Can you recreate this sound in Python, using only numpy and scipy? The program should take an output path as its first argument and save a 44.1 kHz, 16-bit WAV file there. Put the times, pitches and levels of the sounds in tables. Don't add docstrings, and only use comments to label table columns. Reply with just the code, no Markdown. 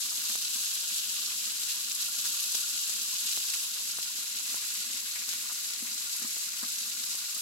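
import sys
import numpy as np
from scipy import signal
from scipy.fft import rfft, irfft, next_fast_len
from scipy.io import wavfile

SR = 44100
rng = np.random.default_rng(int(sys.argv[2]) if len(sys.argv) > 2 else 0)


def dump_mix(stems):
    frames = np.atleast_2d(stems).T
    limited = np.clip(frames, -1, 1)
    pcm = np.round(limited * 32767).astype(np.int16)
    wavfile.write(sys.argv[1], SR, pcm)


N = 326781
TIME_S = np.arange(N) / SR
FFT_SIZE = next_fast_len(N + 8192, True)
BIN_HZ = np.maximum(np.arange(FFT_SIZE // 2 + 1) * SR / FFT_SIZE, 1)

# time in seconds, level in dB before HEAT_OFFSET_DB.
HEAT_CURVE = [(0.0, -36), (0.31, -33.5), (0.43, -34), (1.81, -35.5), (2.1, -35.5), (2.41, -33),
              (2.91, -34.5), (3.34, -33.5), (3.94, -37), (4.44, -36), (5.47, -37), (7.41, -36)]
# start in seconds, rise in dB.
FLARE_EVENTS = [(0.0, 3), (0.29, 1.5), (0.53, 1.5), (0.595, 2), (0.875, 0.3), (0.955, 1), (1.685, 2.5),
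                (2.005, 2), (2.175, 1), (2.24, 2.6), (2.535, 1), (2.88, 1), (3.275, 0.9), (3.53, 2),
                (4.11, 0.3), (4.178, 1.5), (4.49, 1.5), (4.615, 1.8), (5.28, 3.5), (6.155, 1)]
# time in seconds, boost in dB near 2 kHz, boost in dB near 3 kHz.
BODY_CURVE = [(0, -2, -1.5), (1.0, -5.5, 2), (1.5, -0.5, 0.5), (2.5, -5.5, 0), (3.4, -3, 0.5), (4.7, 3, -1),
              (5.3, 3.5, -2), (7.41, 0, -2.5)]
# frequency in Hz, relative density in dB per Hz.
SIZZLE_SPECTRUM = [(100, -28), (400, -28), (850, -25.5), (1100, -20), (2000, -12.5), (2800, -4), (4000, -3),
                   (7000, 0.0), (9500, -9), (12800, -11), (15500, -11)]
# frequency in Hz, width in Hz, height in dB.
BOWL_PEAKS = [(600, 80, 3.8), (700, 50, 2.1), (1050, 70, 2.5), (1160, 80, 1.3), (1450, 120, 2.4),
              (1610, 100, 1.2), (4050, 550, 3.7), (5000, 340, 2.0)]
# frequency in Hz, width in Hz, height in dB.
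LEFT_PORT_PEAKS = [(1130, 900, 4.0), (2100, 470, -2.7), (5820, 420, -2.2), (7970, 910, 6.0),
                   (10590, 1290, 6.8), (11760, 940, 11.4)]
RIGHT_PORT_PEAKS = [(1280, 70, -2.1), (1940, 100, 1.8), (6340, 450, 2.3), (8920, 470, 3.2),
                    (9910, 360, -1.2), (11260, 1130, 8.2)]
# frequency in Hz, relative density in dB per Hz.
MURMUR_SPECTRUM = [(20, -24), (40, -18), (55, -13), (80, -12.5), (105, -4.5), (155, -8.5), (200, -2),
                   (240, -1), (290, -2.5), (360, -8), (600, -13.5), (1000, -22.5), (3000, -66)]
# frequency in Hz, relative level in dB, t60 in seconds.
GRATE_MODES = [(524, -13.5, 0.16), (582, -11, 0.094), (705, -13, 0.095), (1025, 0, 0.068), (1169, 1, 0.053),
               (1406, 5, 0.045), (1460, -7.5, 0.059), (1595, -1, 0.068)]
# start in seconds, relative level in dB, pitch of the first bubble in Hz.
PLOP_EVENTS = [(0.1183, -39.5, 1270), (1.174, -45, 1150), (1.273, -42.5, 1180), (2.2496, -35, 1530),
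               (3.5373, -32, 2390), (3.7673, -40, 1570), (5.158, -30.5, 2250), (5.219, -34, 2400),
               (5.3338, -36.5, 1810), (5.497, -36.5, 1340), (5.871, -33, 2430), (6.533, -36, 2390)]
# start in seconds, relative level in dB, hardness in dB.
KNOCK_EVENTS = [(0.176, -56, -2), (0.295, -49, -1), (0.552, -53.5, -3), (1.469, -53, -2), (4.899, -55, -3),
                (5.822, -41, -18), (6.216, -45.5, -7), (6.243, -41, -8), (6.627, -42.5, -3),
                (6.647, -48, -16), (7.362, -55, 3)]
# frequency in Hz, relative level in dB, t60 in seconds.
KNOCK_RESONANCES = [(233, -1.5, 0.082), (272, -3, 0.037), (500, -27, .04), (715, -15, 0.053),
                    (1080, -14, 0.045), (1270, -5.5, 0.044), (1590, -9, 0.04), (1750, -7, .02)]
# start in seconds, relative level in dB.
SPIT_EVENTS = [(0.3549, -34.5), (0.765, -46), (2.1464, -47), (2.5503, -35), (2.8943, -43), (3.3744, -33.5),
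               (3.8055, -45), (3.9867, -34), (4.187, -44), (4.399, -48), (4.5442, -33.5), (5.289, -44),
               (5.337, -42), (6.368, -39), (7.1477, -41.5)]
# start in seconds, relative energy in dB, left minus right in dB.
SNAP_EVENTS = [(0.355, -5, -3), (0.5453, -10, 3), (0.7551, -10, 4), (1.6346, -5.5, 5), (1.9145, -4, -1),
               (2.5504, -4.5, -1), (2.8961, -7, -1), (3.3111, -5, -4), (3.3632, -4, -5), (3.5378, -7.3, 0),
               (3.9863, -8, 5), (4.0289, -6.5, 1), (4.5443, -7.6, 1), (4.934, -9, 4), (5.2909, -6.5, 6),
               (5.3324, -10, 5), (5.7358, -9.6, 4)]

HEAT_OFFSET_DB = 2
FLUTTER_DB, FLUTTER_HZ = 0.48, 8.2
FLARE_ATTACK_S, FLARE_HOLD_S, FLARE_RELEASE_S = 0.0042, 0.013, 0.062
LOW_DB, LOW_DB_PER_HEAT_DB = -1, -0.96
TOP_FIZZ_DB = 0.2
SMALL_PLOPS_PER_S, SMALL_PLOP_DB = 0.91, -44
SMALL_PLOP_HZ, PLOP_SPREAD_OCTAVES = 1620, 0.33
NEIGHBOUR_GAP_S, NEIGHBOUR_LOSS_DB, NEIGHBOUR_SPREAD_OCTAVES = 0.005, 2.5, 0.12
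SMALL_SPITS_PER_S, SMALL_SPIT_DB = 1.1, -50.5
SNAP_HZ, SNAP_SPREAD_OCTAVES = 6500, 0.37
SMALL_SNAPS_PER_S, SMALL_SNAP_DB, SMALL_SNAP_PAN_DB = 2, -9.5, -0.5
RIGHT_LAG_SAMPLES = 183
CUTOFF_HZ = 15850


def from_db(db):
    return 10 ** (np.asarray(db) / 20)


def rms_one(x):
    return x / np.sqrt(np.mean(x ** 2) + 1e-20)


def in_time(rows):
    s, *columns = np.transpose(rows)
    return [np.interp(TIME_S, s, column) for column in columns]


def in_hz(points):
    hz, db = np.transpose(points)
    return np.interp(np.log(BIN_HZ), np.log(hz), db)


def bumps(peaks):
    return sum(db * np.exp(-2 * ((BIN_HZ - hz) / width_hz) ** 2) for hz, width_hz, db in peaks)


def panned(pan_db):
    return from_db(np.array([[.5], [-.5]]) * pan_db)


def drift(rate_hz):
    pole = np.exp(-80 * np.pi * rate_hz / SR)
    noise = rng.standard_normal(N // 40 + 2002)
    slow = signal.lfilter([1], [1, -2 * pole, pole * pole], noise)[2000:]
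    return np.interp(np.arange(N) / 40, np.arange(len(slow)), rms_one(slow))


def coloured(x, db):
    cepstrum = irfft(np.log(rms_one(from_db(db))), FFT_SIZE)
    cepstrum[..., 1:FFT_SIZE // 2] *= 2
    cepstrum[..., FFT_SIZE // 2 + 1:] = 0
    response = np.exp(rfft(cepstrum))
    return irfft(rfft(x, FFT_SIZE) * response, FFT_SIZE)[..., :N]


def cut(x, hz, kind, order=2):
    sos = signal.butter(order, min(hz, .45 * SR), kind, fs=SR, output="sos")
    return signal.sosfilt(sos, x + 1e-18)


def ring(clicks, hz, t60_s):
    radius = from_db(-60 / (t60_s * SR))
    angle = 2 * np.pi * hz / SR
    poles = [1, -2 * radius * np.cos(angle), radius * radius]
    return signal.lfilter([0, np.sin(angle)], poles, clicks + 1e-18)


def add(out, start_s, sound):
    at = int(start_s * SR)
    out[..., at:at + sound.shape[-1]] += sound[..., :N - at]


def puff(decay_s, size=1024):
    burst = rng.standard_normal((2, size)) * np.exp(-TIME_S[:size] / decay_s)
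    return burst / np.sqrt(np.sum(burst ** 2, axis=1, keepdims=True))


def by_chance(per_s, size=64):
    start_s = np.cumsum(rng.exponential(1, size)) / per_s
    return np.column_stack([start_s, rng.standard_normal((size, 2))])[start_s < TIME_S[-1]]


def flares():
    shape_s = np.cumsum([0, FLARE_ATTACK_S, FLARE_HOLD_S, FLARE_RELEASE_S])
    return sum(db * np.interp(TIME_S - s, shape_s, [0, 1, 1, 0]) for s, db in FLARE_EVENTS)


def crackle(per_s, spread_db, flurry_db, flurry_hz, scatter_db, scatter_s, count=20):
    out = np.zeros((2, N))
    for hz in np.geomspace(700, 14000, count):
        spot_per_s = per_s * np.sqrt(hz / 5000) / count
        chance = spot_per_s / SR * from_db(flurry_db * drift(flurry_hz))
        born = np.flatnonzero(rng.random(N) < chance)
        size_db = spread_db * np.minimum(rng.exponential(1, len(born)), 4)
        clicks = np.zeros(N)
        clicks[born] = from_db(size_db) * rng.choice([-1, 1], len(born))
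        path = from_db(scatter_db) * puff(scatter_s)
        path[:, 0] += 1
        path = cut(cut(path, hz / 1.3, "high"), hz * 1.3, "low")
        path[1] = np.roll(path[1], rng.integers(0, 24))
        out += signal.oaconvolve(rms_one(clicks)[None], path, axes=1)[:, :N]
    return rms_one(out)


def sizzle():
    heat_db, = in_time(HEAT_CURVE)
    body_db, edge_db = in_time(BODY_CURVE)
    heat_db = heat_db + HEAT_OFFSET_DB + flares() + FLUTTER_DB * drift(FLUTTER_HZ)
    low_db = LOW_DB + LOW_DB_PER_HEAT_DB * (heat_db - heat_db.mean())
    near = crackle(per_s=4500, spread_db=4.2, flurry_db=2.8, flurry_hz=50, scatter_db=-1, scatter_s=.003)
    hiss = rng.standard_normal((2, N))
    fry = from_db(-3.0) * near + from_db(-3.5) * hiss
    fry = fry + (fry - cut(fry, 13500, "low", order=1)) * (from_db(TOP_FIZZ_DB) - 1)
    fry = fry + cut(fry, 1020, "low", order=1) * (from_db(low_db) - 1)
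    fry = fry + signal.lfilter(*signal.iirpeak(2100, 3.5, fs=SR), fry) * (from_db(body_db) - 1)
    fry = fry + signal.lfilter(*signal.iirpeak(3100, 3, fs=SR), fry) * (from_db(edge_db) - 1)
    return fry * from_db(heat_db) * panned(0.32)


def at_ports(x):
    ports_db = np.array([bumps(LEFT_PORT_PEAKS), bumps(RIGHT_PORT_PEAKS)])
    return coloured(x, in_hz(SIZZLE_SPECTRUM) + bumps(BOWL_PEAKS) + ports_db)


def murmur(level_db, flutter_db, apart_db):
    air = rng.standard_normal(N) + from_db(apart_db) * rng.standard_normal((2, N))
    return coloured(air, in_hz(MURMUR_SPECTRUM)) * from_db(level_db + flutter_db * drift(3.4))


def grate(level_db, per_s, spread_db, far_db):
    out = np.zeros(N)
    for hz, mode_db, t60_s in GRATE_MODES:
        struck = rng.random(N) < per_s / SR
        taps = struck * from_db(spread_db * np.minimum(rng.exponential(1, N), 3))
        ringing = cut(ring(taps, hz, t60_s), 400, "high")
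        out += from_db(level_db + mode_db) * rms_one(ringing)
    return out * from_db([[0], [far_db]])


def plops(level_db, t60_cycles, far_db, size=1024, count=3):
    out = np.zeros(N)
    small = [(s, SMALL_PLOP_DB + 2 * strength, SMALL_PLOP_HZ * 2 ** (PLOP_SPREAD_OCTAVES * pitch))
             for s, strength, pitch in by_chance(SMALL_PLOPS_PER_S)]
    for s, db, hz in PLOP_EVENTS + small:
        for k in range(count):
            bubble = ring(signal.unit_impulse(size), hz, t60_cycles / hz)
            gain = from_db(db + level_db - NEIGHBOUR_LOSS_DB * k)
            add(out, min(s, TIME_S[-1]), gain * bubble)
            s = s + NEIGHBOUR_GAP_S * rng.uniform(0.496, 2.2)
            hz = hz * 2 ** (NEIGHBOUR_SPREAD_OCTAVES * rng.standard_normal())
    return cut(out, 830, "high") * from_db([[0], [far_db]])


def knocks(level_db, contact_s, rub_db, low_modes=2):
    push, rub, out = np.zeros((3, 2, N))
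    for s, db, hard_db in KNOCK_EVENTS:
        add(push, s, from_db([db]))
        add(rub, s, from_db(db + hard_db + rub_db) * puff(contact_s))
    for k, (hz, mode_db, t60_s) in enumerate(KNOCK_RESONANCES):
        drive = push if k < low_modes else rub
        out += from_db(mode_db + level_db) * ring(drive, hz, t60_s)
    return cut(out, 192, "high", order=4)


def spits(level_db, lowpass_hz, highpass_hz, right_db):
    clicks = np.zeros(N)
    small = [(s, SMALL_SPIT_DB + 2 * size) for s, size, _ in by_chance(SMALL_SPITS_PER_S)]
    for s, db in SPIT_EVENTS + small:
        clicks[int(s * SR)] = from_db(db + level_db)
    push = cut(cut(clicks, lowpass_hz, "low"), highpass_hz, "high", order=1)
    return push * from_db([[0], [right_db]])


def snaps(level_db, burst_s, fizz_db, fizz_s):
    out = np.zeros((2, N))
    small = [(s, SMALL_SNAP_DB + size, SMALL_SNAP_PAN_DB * (1 + side))
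             for s, size, side in by_chance(SMALL_SNAPS_PER_S)]
    for s, db, pan_db in SNAP_EVENTS + small:
        hz = SNAP_HZ * 2 ** (SNAP_SPREAD_OCTAVES * rng.standard_normal())
        crack = ring(puff(burst_s), hz, 0.00086)
        crack /= np.sqrt(np.sum(crack ** 2, axis=1, keepdims=True))
        fizz = from_db(fizz_db) * puff(fizz_s)
        add(out, s, from_db(db + level_db) * panned(pan_db) * (crack + fizz))
    return out


def scene():
    bursts = sizzle() + snaps(level_db=-5, burst_s=0.00036, fizz_db=-4, fizz_s=.004)
    frying = at_ports(bursts)
    fire = murmur(level_db=-65.5, flutter_db=1.5, apart_db=-14.5)
    bars = grate(level_db=-67, per_s=90, spread_db=7.0, far_db=-2)
    bubbles = plops(level_db=8.0, t60_cycles=9.3, far_db=-3.0)
    thuds = knocks(level_db=2.0, contact_s=0.01, rub_db=11.5)
    droplets = spits(level_db=31, lowpass_hz=1570, highpass_hz=220, right_db=-21)
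    return frying + fire + bars + bubbles + thuds + droplets


def record(dry):
    late = np.array([dry[0], np.pad(dry[1], (RIGHT_LAG_SAMPLES, 0))[:N]])
    return signal.sosfilt(signal.ellip(12, .1, 70, CUTOFF_HZ, fs=SR, output="sos"), late)


dry = scene()
out = record(dry)
dump_mix(out)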